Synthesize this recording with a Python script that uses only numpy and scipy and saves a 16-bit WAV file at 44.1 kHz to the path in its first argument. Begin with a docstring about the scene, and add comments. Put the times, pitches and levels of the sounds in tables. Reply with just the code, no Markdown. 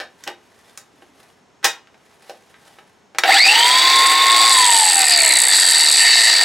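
"""Angle grinder in a small workshop

A cordless grinder close to a nearly mono microphone: it is handled, the battery snaps home, the switch clicks.
The motor whines up to full speed and runs free, then coasts down against drag and dry friction.
Shaft speed drives noisy gear strikes, a humming bearing and whining sines; with the load gone the bevel
gears rattle in their play and ring the gear case. Filtered noise makes air, drone, rubbing and room tone;
knocks are noise cracks with ringing modes, and dense reflections make the room."""
import sys
import numpy as np
from scipy import signal
from scipy.fft import rfft, irfft
from scipy.io import wavfile
from scipy.ndimage import uniform_filter1d, minimum_filter1d

SR = 44100
rng = np.random.default_rng(int(sys.argv[2]) if len(sys.argv) > 2 else 0)


def int16_out(signal):
    """Quantize to a 16-bit WAV file."""
    q = np.round(np.clip(np.atleast_2d(signal).T, -1, 1) * 32767)
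    wavfile.write(sys.argv[1], SR, q.astype(np.int16))


N = 284048
T = np.arange(N) / SR  # s
ON_S, OFF_S = 3.237, 4.495  # the motor gets current, and loses it again
FULL_SPEED = 398.8  # motor turns/s
STAGE_BLEND_S = 0.052  # time one stage takes to turn into the next
# stages of the gear play: held in mesh, chattering unloaded, coasting slaps, quicker slaps, continuous grind
# start_s, rattle_share (0-1), boom_db, ring_db, hard_treble_db (before the changes in gear_levels)
STAGES = [(3.2, 0.26, -27, -20, -28.5), (4.26, 1, -26.5, -18.5, -23.5), (4.48, 0.99, -26.5, -16.5, -16),
          (5.5, 0.96, -22.5, -13, -16), (5.99, 0.76, -15.5, -11.5, -17.5)]


def grinder(rise_s=0.052):
    """The shaft's speed drives gears, motor and fan; the body growls briefly during the run-up."""
    speed, torque = shaft()
    running = np.clip((T - ON_S) / rise_s, 0, 1)
    turns = np.cumsum(speed * (T > ON_S)) / SR
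    return running * (gears(turns, torque) + motor(turns, speed, torque) + fan(turns) + body_growl())


def shaft(max_accel=1370, lag_s=.009, spin_up_s=.181, drag_s=1.891, friction=43.1):
    """Speed (turns/s) and torque (share of stall): a current-limited run-up, then drag and friction slow it."""
    # max_accel and friction are in turns/s per s; after switch-off torque keeps its last, almost zero value
    age = np.clip(T, ON_S, OFF_S) - ON_S
    approach = FULL_SPEED * (1 - np.exp(-(age - lag_s) / spin_up_s))
    driven = np.clip(approach, 0, max_accel * age)
    dry_friction = friction * drag_s
    speed = (driven + dry_friction) * np.exp(-np.maximum(T - OFF_S, 0) / drag_s) - dry_friction
    torque = 1 - np.maximum(driven, 1) / FULL_SPEED
    return np.maximum(speed, 1), torque


def gears(turns, torque, teeth=11, scatter_db=0.0, scrape=0.72, grind_db=4.5):
    """Teeth strike and scrape, ringing the case in three registers; the slaps gather this into bursts."""
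    boom_db, ring_db, hard_db = gear_levels(torque)
    burst = slaps(turns) * undb(grind_db * walk(300))
    tooth_hits = np.diff(np.floor(teeth * turns), prepend=0)
    strikes = tooth_hits * rng.standard_normal(N) * undb(scatter_db * walk(3000))
    force = steady(strikes) + scrape * rng.standard_normal(N)
    # the high modes follow the slaps most closely
    boom = unit(case(steady(force * burst ** 0.5), 1693, 3020, -25.5)) * undb(boom_db)
    ring = steady(unit(case(force, 3600, 6190, -23.5)), size=110)
    ring = ring * steady(burst ** 0.52) * undb(ring_db)
    hard = steady(unit(case(force, 6330, 12300, -36.0)), size=70) * burst * undb(hard_db)
    sizzle = unit(colour(force * burst, [(5000, -30), (11000, 0), (15500, -2)])) * undb(hard_db - 25)
    return boom + ring + hard + sizzle


def slaps(turns, slap_s=0.0018, slip=.07, uneven_db=-1.0):
    """The loose crown wheel slaps against the pinion; each slap swells and dies within milliseconds."""
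    # spacing of the slaps, one value for each stage: motor_turns
    spacing = [3.53, 3.53, 3.53, 2, 1]
    rows = [(s, min(rattle, 1), apart) for (s, rattle, *_), apart in zip(STAGES, spacing)]
    share, turns_apart = curves(rows)
    slap_phase = np.cumsum(np.diff(turns, prepend=0) / turns_apart)
    count = np.floor(slap_phase + slip * walk(70))
    age = T - np.maximum.accumulate(T * (np.diff(count, prepend=0) > 0))  # s since the last slap
    pulse = age / slap_s * np.exp(1 - age / slap_s) * undb(uneven_db * walk(110))
    return steady(1 - share + share * pulse)


def gear_levels(torque, db_per_octave=9.5, fade_db_per_s=17, waver_db=1.72):
    """Boom, ring and hard treble in dB: set by stage, raised by run-up speed and torque, faded in the last grind."""
    # change of boom, ring and hard treble at stall torque: level_db
    load_change = (35, 23.5, 21)
    _, *stage_db = curves(STAGES)
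    spin_db = db_per_octave * np.log2(1 - torque)
    fade_db = fade_db_per_s * np.maximum(T - STAGES[-1][0], 0)
    return [db + spin_db + load_db * torque - fade_db + waver_db * walk(9.2)
            for db, load_db in zip(stage_db, load_change)]


def case(x, lo_hz, hi_hz, plate_db):
    """The gear case rings: its resonances over a broad plate response, within one register."""
    # gear case resonances: mode_hz, width_hz, level_db
    case_modes = [(1840, 64, 2.5), (2060, 53, -3.5), (2700, 87, -6.5), (2993, 76, -4), (3867, 300, -1),
                  (4170, 35, -1), (4600, 130, 5.5), (4760, 100, -8), (5570, 80, -17), (6810, 84, -10),
                  (7983, 430, 4), (9680, 370, -9.5), (11100, 360, -7.5)]

    def gain(f):
        """Power of modes and plate, cut off outside the register."""
        power = sum(undb(db) ** 2 / (1 + ((f - hz) / (width / 2)) ** 2) ** 1.18
                    for hz, width, db in case_modes)
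        return np.sqrt((power + undb(plate_db) ** 2) / (1 + (lo_hz / f) ** 20) / (1 + (f / hi_hz) ** 20))
    return shape(x, gain)


def motor(turns, speed, torque, hum_rough=0.18, whine_rough=0.9, lash_wobble=0.21, waver_db=1):
    """The bearing hums and the magnetic pull whines; gear play jerks the shaft and smears the whine."""
    # multiples of the shaft speed that whine: cycles_per_turn
    whine_orders = [9, 10, 18]
    # each multiple's level before speed and housing: driven_db, extra_at_full_current_db, coasting_db
    whine_levels = [(-25, 17, -25), (-31, 10, -26.5), (-33, 21.5, -23.5)]
    # how well the housing radiates the whine: pitch_hz, level_db
    housing = [(1000, -23), (1500, -13), (1900, 2), (2300, -2), (2950, -8.5), (3600, -2), (4300, 1),
               (4700, 8), (5200, -21), (6200, -18.5), (7200, -11)]
    # the hum dips briefly: middle_s, half_length_s, change_db
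    hum_dips = [(3.805, 0.035, -6), (4.921, 0.029, -14), (5.084, 0.036, -6.5)]
    bearing_order = 2.72  # hum cycles per motor turn
    hum_db, hum_load_db = -19, -16  # torque presses the bearing tight and quietens it: change at stall
    hum_knee, hum_steep = 279, 12.6  # turns/s below which the hum dies away, steepness of that fall
    full_current_torque = 0.26  # share of stall torque at which the current limit is reached
    fade_db_per_octave = 3  # the whine is weaker the slower the shaft turns
    mesh_wobble = .08  # unsteadiness of the whine even in tight mesh, cycles

    bearing = 2 * np.pi * (bearing_order * turns + 0.0092 * walk(40))
    hum = (np.sin(bearing) + undb(-12.5) * np.sin(2 * bearing)) * (1 + hum_rough * walk(120))
    dips_db = sum(db * swell(s, half_s) for s, half_s, db in hum_dips)
    hum = hum * undb(hum_db + hum_load_db * torque + dips_db + waver_db * walk(11))
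    hum = hum / (1 + (hum_knee / speed) ** hum_steep)

    lash = curves(STAGES)[0]
    current = np.minimum(torque / full_current_torque, 1)
    coasting = np.clip((T - OFF_S) / STAGE_BLEND_S, 0, 1)
    slowing_db = fade_db_per_octave * np.log2(speed / FULL_SPEED)
    housing_hz, housing_db = np.transpose(housing)
    whine = 0
    for order, (driven_db, current_db, coast_db) in zip(whine_orders, whine_levels):
        db = (driven_db + current_db * current) * (1 - coasting) + coast_db * coasting + slowing_db
        db = db + np.interp(np.log(order * speed), np.log(housing_hz), housing_db)
        jerk = (mesh_wobble + lash_wobble * lash) * walk(220)
        whine = whine + undb(db) * np.sin(2 * np.pi * (order * turns + jerk))
    return np.sqrt(2) * (hum + whine * (1 + whine_rough * walk(300)))


def fan(turns, flutter_db=1.5, chop=0.51):
    """Cooling air rushes through the vents, chopped by the shaft; the plastic body drones, low noise beneath."""
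    # spectrum of the cooling air: pitch_hz, level_db (per Hz)
    air_colour = [(250, -32), (700, -0.5), (830, 4.5), (980, -8), (1200, 2), (1400, 2.5), (1600, 1.5),
                  (2100, 10), (2750, 2), (3150, -1), (3600, 10), (4500, -3), (5300, -11.5), (15500, -16.5)]
    # spectrum of the body's drone: pitch_hz, level_db (per Hz)
    body_colour = [(25, -33), (120, -16), (200, -20), (260, -13.5), (315, 5), (370, -2), (450, 4.5),
                   (640, -4), (710, 12.5), (820, 5), (950, 15.5), (1300, -39.5)]
    # low noise added with the rattle share: pitch_hz, level_db (per Hz)
    low_colour = [(20, 0), (80, -0.5), (160, -3), (400, -14)]
    air_db, air_drop_db, body_db, body_drop_db = -32, 4, -37, 3  # driven level, drop when coasting
    fall_s, low_db = 0.15, -54
    slack = 1 - np.exp(-np.maximum(T - OFF_S, 0) / fall_s)
    rush = rng.standard_normal(N) * undb(flutter_db * walk(200))
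    air = colour(rush * (1 + chop * np.sin(2 * np.pi * turns)), air_colour)
    air = air / band_level(air, 1133, 1720) * undb(air_db - air_drop_db * slack)
    body = colour(rng.standard_normal(N), body_colour)
    body = body / band_level(body, 280, 726) * undb(body_db - body_drop_db * slack)
    low_noise = unit(colour(rng.standard_normal(N), low_colour)) * undb(low_db) * curves(STAGES)[0]
    return air + body + low_noise


def body_growl(body_hz=785, wander=0.29, swell_half_s=0.016):
    """Brief swells near 785 Hz as the rising whine and hum pass the body's resonance: a rough, wandering sine."""
    # swells of the body's resonance: middle_s, level_db
    body_swells = [(3.241, -5.5), (3.297, -14), (3.355, -18.5)]
    envelope = sum(undb(db) * swell(s, swell_half_s) for s, db in body_swells)
    growl = np.sin(2 * np.pi * (body_hz * T + wander * walk(130)))
    return np.sqrt(2) * envelope * growl * (1 + 0.25 * walk(200))


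def knocks(crack_t60=0.049, ring_db=-9, tick_db=2, tick_s=0.0016, size=18000):
    """Each knock is a tick and a short crack plus the shell's modes; returns direct sound and room send."""
    # knocks and switch clicks: start_s, level_db (before bass and treble), bass_db, treble_db, room_db
    blows = [(0.001, -27, 3, -5.5, 1.5), (0.238, -40, -12, 13.5, -5.5), (0.267, -40, 7.5, -24, 14),
             (0.276, -24.5, 6.5, -2, -6.5), (0.775, -39.5, 2, 17.5, -4.5), (1.022, -46, 13.5, -27, -6),
             (1.629, -41, 4, 0, 11), (1.641, -22, -16, -15, 8), (1.644, -7.5, -2.5, 6.5, -3),
             (1.652, -19, 10.5, -24, -8), (1.872, -48, -2, -10, -4), (1.944, -50.5, 6, -10, -5),
             (2.296, -37, 12, 1.5, -3), (2.542, -43.5, -17, -17, -1.5), (2.786, -42, 4, -12, -3),
             (3.148, -38.5, 9, -7, -1), (3.185, -10.5, -3, 3, -12), (3.236, -6, -3.5, -10.5, -5.5)]
    # what the tool rings with when knocked: mode_hz, level_db, t60_s
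    shell_modes = [(354, -10.5, 0.12), (440, -18, 0.14), (790, 7, 0.045), (1120, -18, 0.099),
                   (1384, -10, 0.053), (1627, 4, 0.089), (1820, 2, 0.076), (2250, -11, 0.089),
                   (2880, -23, 0.55), (3430, -11, 0.06), (3760, -4, 0.2), (4680, -9, 0.098),
                   (5502, 0.5, 0.071), (5230, -31, 0.17), (6930, -15, 0.16)]
    # spectrum of the crack: pitch_hz, level_db (per Hz)
    crack_colour = [(30, -45), (170, -22.5), (310, -9.5), (550, -3), (900, -1), (1700, 3.5), (2800, -0.5),
                    (4700, -5), (5500, -5), (6300, -8), (8000, -12.5), (11000, -19), (15500, -26)]
    t = np.arange(size) / SR
    out = np.zeros((2, N + size))
    for s, db, bass_db, treble_db, room_db in blows:
        decay = undb(-60 * t / crack_t60) + undb(tick_db) * np.exp(-t / tick_s)
        crack = colour(rng.standard_normal(size) * decay, crack_colour)
        ring = sum(undb(g) * np.sin(2 * np.pi * (hz * t + rng.random())) * undb(-60 * t / t60)
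                   for hz, g, t60 in shell_modes)
        blow = unit(crack) + undb(ring_db) * unit(ring * (1 - np.exp(-t / 0.0017)))
        blow *= undb(db) / np.sqrt(np.mean(blow[t < .006] ** 2))  # level of the first 6 ms
        blow = colour(blow, [(600, bass_db), (1400, 0.0034), (3000, 0), (7000, treble_db)])
        i = max(int(s * SR), 0)
        out[:, i:i + size] += blow * np.array([[1], [undb(room_db)]])
    return out[:, :N]


def hands(grain_db=3.5, bump_hz=272, bump_s=.014):
    """Skin and cloth rub unevenly over the plastic; padded bumps sound only one low mode."""
    # hands shifting on the grip, before the mix: middle_s, half_length_s, level_db
    grip_shifts = [(.05, 0.23, -60.5), (0.25, 0.043, -50), (.65, 0.24, -54.5), (1.017, 0.067, -59.5),
                   (1.24, 0.11, -53.5), (2.266, 0.24, -52.5), (2.29, .03, -55), (2.68, 0.094, -50.5),
                   (2.87, 0.13, -60)]
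    # spectrum of the rubbing: pitch_hz, level_db (per Hz)
    rub_colour = [(150, -19), (400, 3), (900, 8), (1300, 1), (1750, 7.5), (2200, 3), (3500, 2),
                  (6000, -3.5), (11000, -5.5), (15500, -20)]
    # soft bumps of the tool against the body, before the mix: start_s, level_db
    soft_bumps = [(.935, -46), (1.09, -45)]
    grip = sum(undb(db) * swell(s, half_s) for s, half_s, db in grip_shifts)
    out = unit(colour(rng.standard_normal(N) * undb(grain_db * walk(180)), rub_colour)) * grip
    for s, db in soft_bumps:
        age = np.maximum(T - s, 0) / bump_s  # in swell times
        out = out + undb(db) * age * np.exp(1 - age) * np.sin(2 * np.pi * bump_hz * T)
    return out


def room(x, t60_low=0.26, t60_high=0.16, gap_s=0.0037, size=20000):
    """A small cluttered room: dense reflections whose treble dies sooner."""
    t = np.arange(size) / SR
    noise = rng.standard_normal(size)
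    low = signal.sosfilt(signal.butter(1, 1500, fs=SR, output="sos"), noise)
    tail = low * undb(-60 * t / t60_low) + (noise - low) * undb(-60 * t / t60_high)
    tail = tail * (t > gap_s)
    return signal.fftconvolve(x, tail / np.sqrt(np.sum(tail ** 2)))[:N]


def shop(level_db=-56.5, tone_hz=5400, tone_db=-76):
    """Room tone of filtered noise with a thin, faint whistle standing in it."""
    # spectrum of the room tone: pitch_hz, level_db (per Hz)
    shop_colour = [(15, -58), (30, -33.5), (70, -14.5), (246, -7.5), (340, -11.5), (421, -6.5), (457, -9.5),
                   (509, -13), (895, -12), (1200, -15.5), (4150, -26), (5730, -29.5), (6210, -24.5),
                   (15500, -52)]
    tone = np.sqrt(2) * np.sin(2 * np.pi * (tone_hz * T + .2 * walk(60)))
    return unit(colour(rng.standard_normal(N), shop_colour)) * undb(level_db) + undb(tone_db) * tone


def undb(db):
    """Decibels to gain."""
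    return 10 ** (np.asarray(db) / 20)


def unit(x):
    """Scale to rms 1."""
    return x / np.sqrt(np.mean(x ** 2))


def steady(x, size=2000):
    """Even out the power over a short window of samples."""
    return x / np.sqrt(np.abs(uniform_filter1d(x ** 2, size=size)) + 1e-4)


def swell(middle_s, half_s):
    """A bell-shaped rise and fall."""
    return np.exp(-((T - middle_s) / half_s) ** 2)


def walk(rate):
    """Smooth random wander with rms 1, taking about rate new values per second."""
    k = max(int(SR / rate), 2)
    steps = np.repeat(rng.standard_normal(N // k + 1), k)
    return unit(uniform_filter1d(steps, k)[:N])


def curves(table):
    """Each column of a table of stages, held from its start and blended into the next."""
    s, *columns = np.transpose(table)
    stage = np.maximum(np.searchsorted(s, T) - 1, 0)
    return [uniform_filter1d(c[stage], size=int(STAGE_BLEND_S * SR)) for c in columns]


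def shape(x, gain, size=4096):
    """Causal minimum-phase filter, by folding the cepstrum of a gain given over frequency."""
    cepstrum = irfft(np.log(gain(np.linspace(1, SR / 2, size // 2 + 1)) + 1e-9))
    cepstrum[1:size // 2] *= 2
    cepstrum[size // 2 + 1:] = 0
    return signal.fftconvolve(x, irfft(np.exp(rfft(cepstrum))))[:len(x)]


def colour(x, points):
    """Filter by a spectrum of (Hz, dB) points."""
    hz, db = np.transpose(points)
    return shape(x, lambda f: undb(np.interp(np.log(f), np.log(hz), db)))


def band_level(x, lo_hz, hi_hz):
    """Rms of x inside one band."""
    f = np.arange(len(x) // 2 + 1) * SR / len(x)
    band = rfft(x)[(f > lo_hz) & (f < hi_hz)]
    return np.sqrt(2 * np.sum(np.abs(band) ** 2)) / len(x)


def scene():
    """Tool, hands and room tone at a nearly mono microphone; reflections and room tone give the width."""
    # left-right difference of the room's reflections: pitch_hz, level_db
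    room_side = [(120, -29), (380, -63), (700, -29), (1300, -45), (2400, -24), (4400, -6.5), (8000, -13.5),
                 (14000, -41)]
    # left-right difference of the room tone: pitch_hz, level_db (per Hz)
    shop_side = [(25, -25), (60, -6), (130, 0.5), (500, 1), (3000, -13.5), (12000, -43)]
    tool = grinder()
    blows, sent = knocks()
    rubbing = hands()
    sent = sent + undb(-13.0) * tool + undb(-5.5) * rubbing
    mid = undb(2.5) * tool + blows + undb(-2.5) * rubbing + room(sent) + shop()
    side = colour(room(sent), room_side)
    side += unit(colour(rng.standard_normal(N), shop_side)) * undb(-63.5)
    return np.array([mid + side, mid - side])


def record(dry, top_hz=15950):
    """The microphone's limiter ducks smoothly around the highest peaks; the top is cut."""
    allowed = np.minimum(1, .95 / (np.abs(dry).max(axis=0) + 1e-9))
    gain = minimum_filter1d(allowed, size=201)
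    gain = uniform_filter1d(uniform_filter1d(gain, size=101), size=101)
    return signal.sosfilt(signal.ellip(10, .1, 75, top_hz, fs=SR, output="sos"), dry * gain)


dry = scene()
out = record(dry)
int16_out(out)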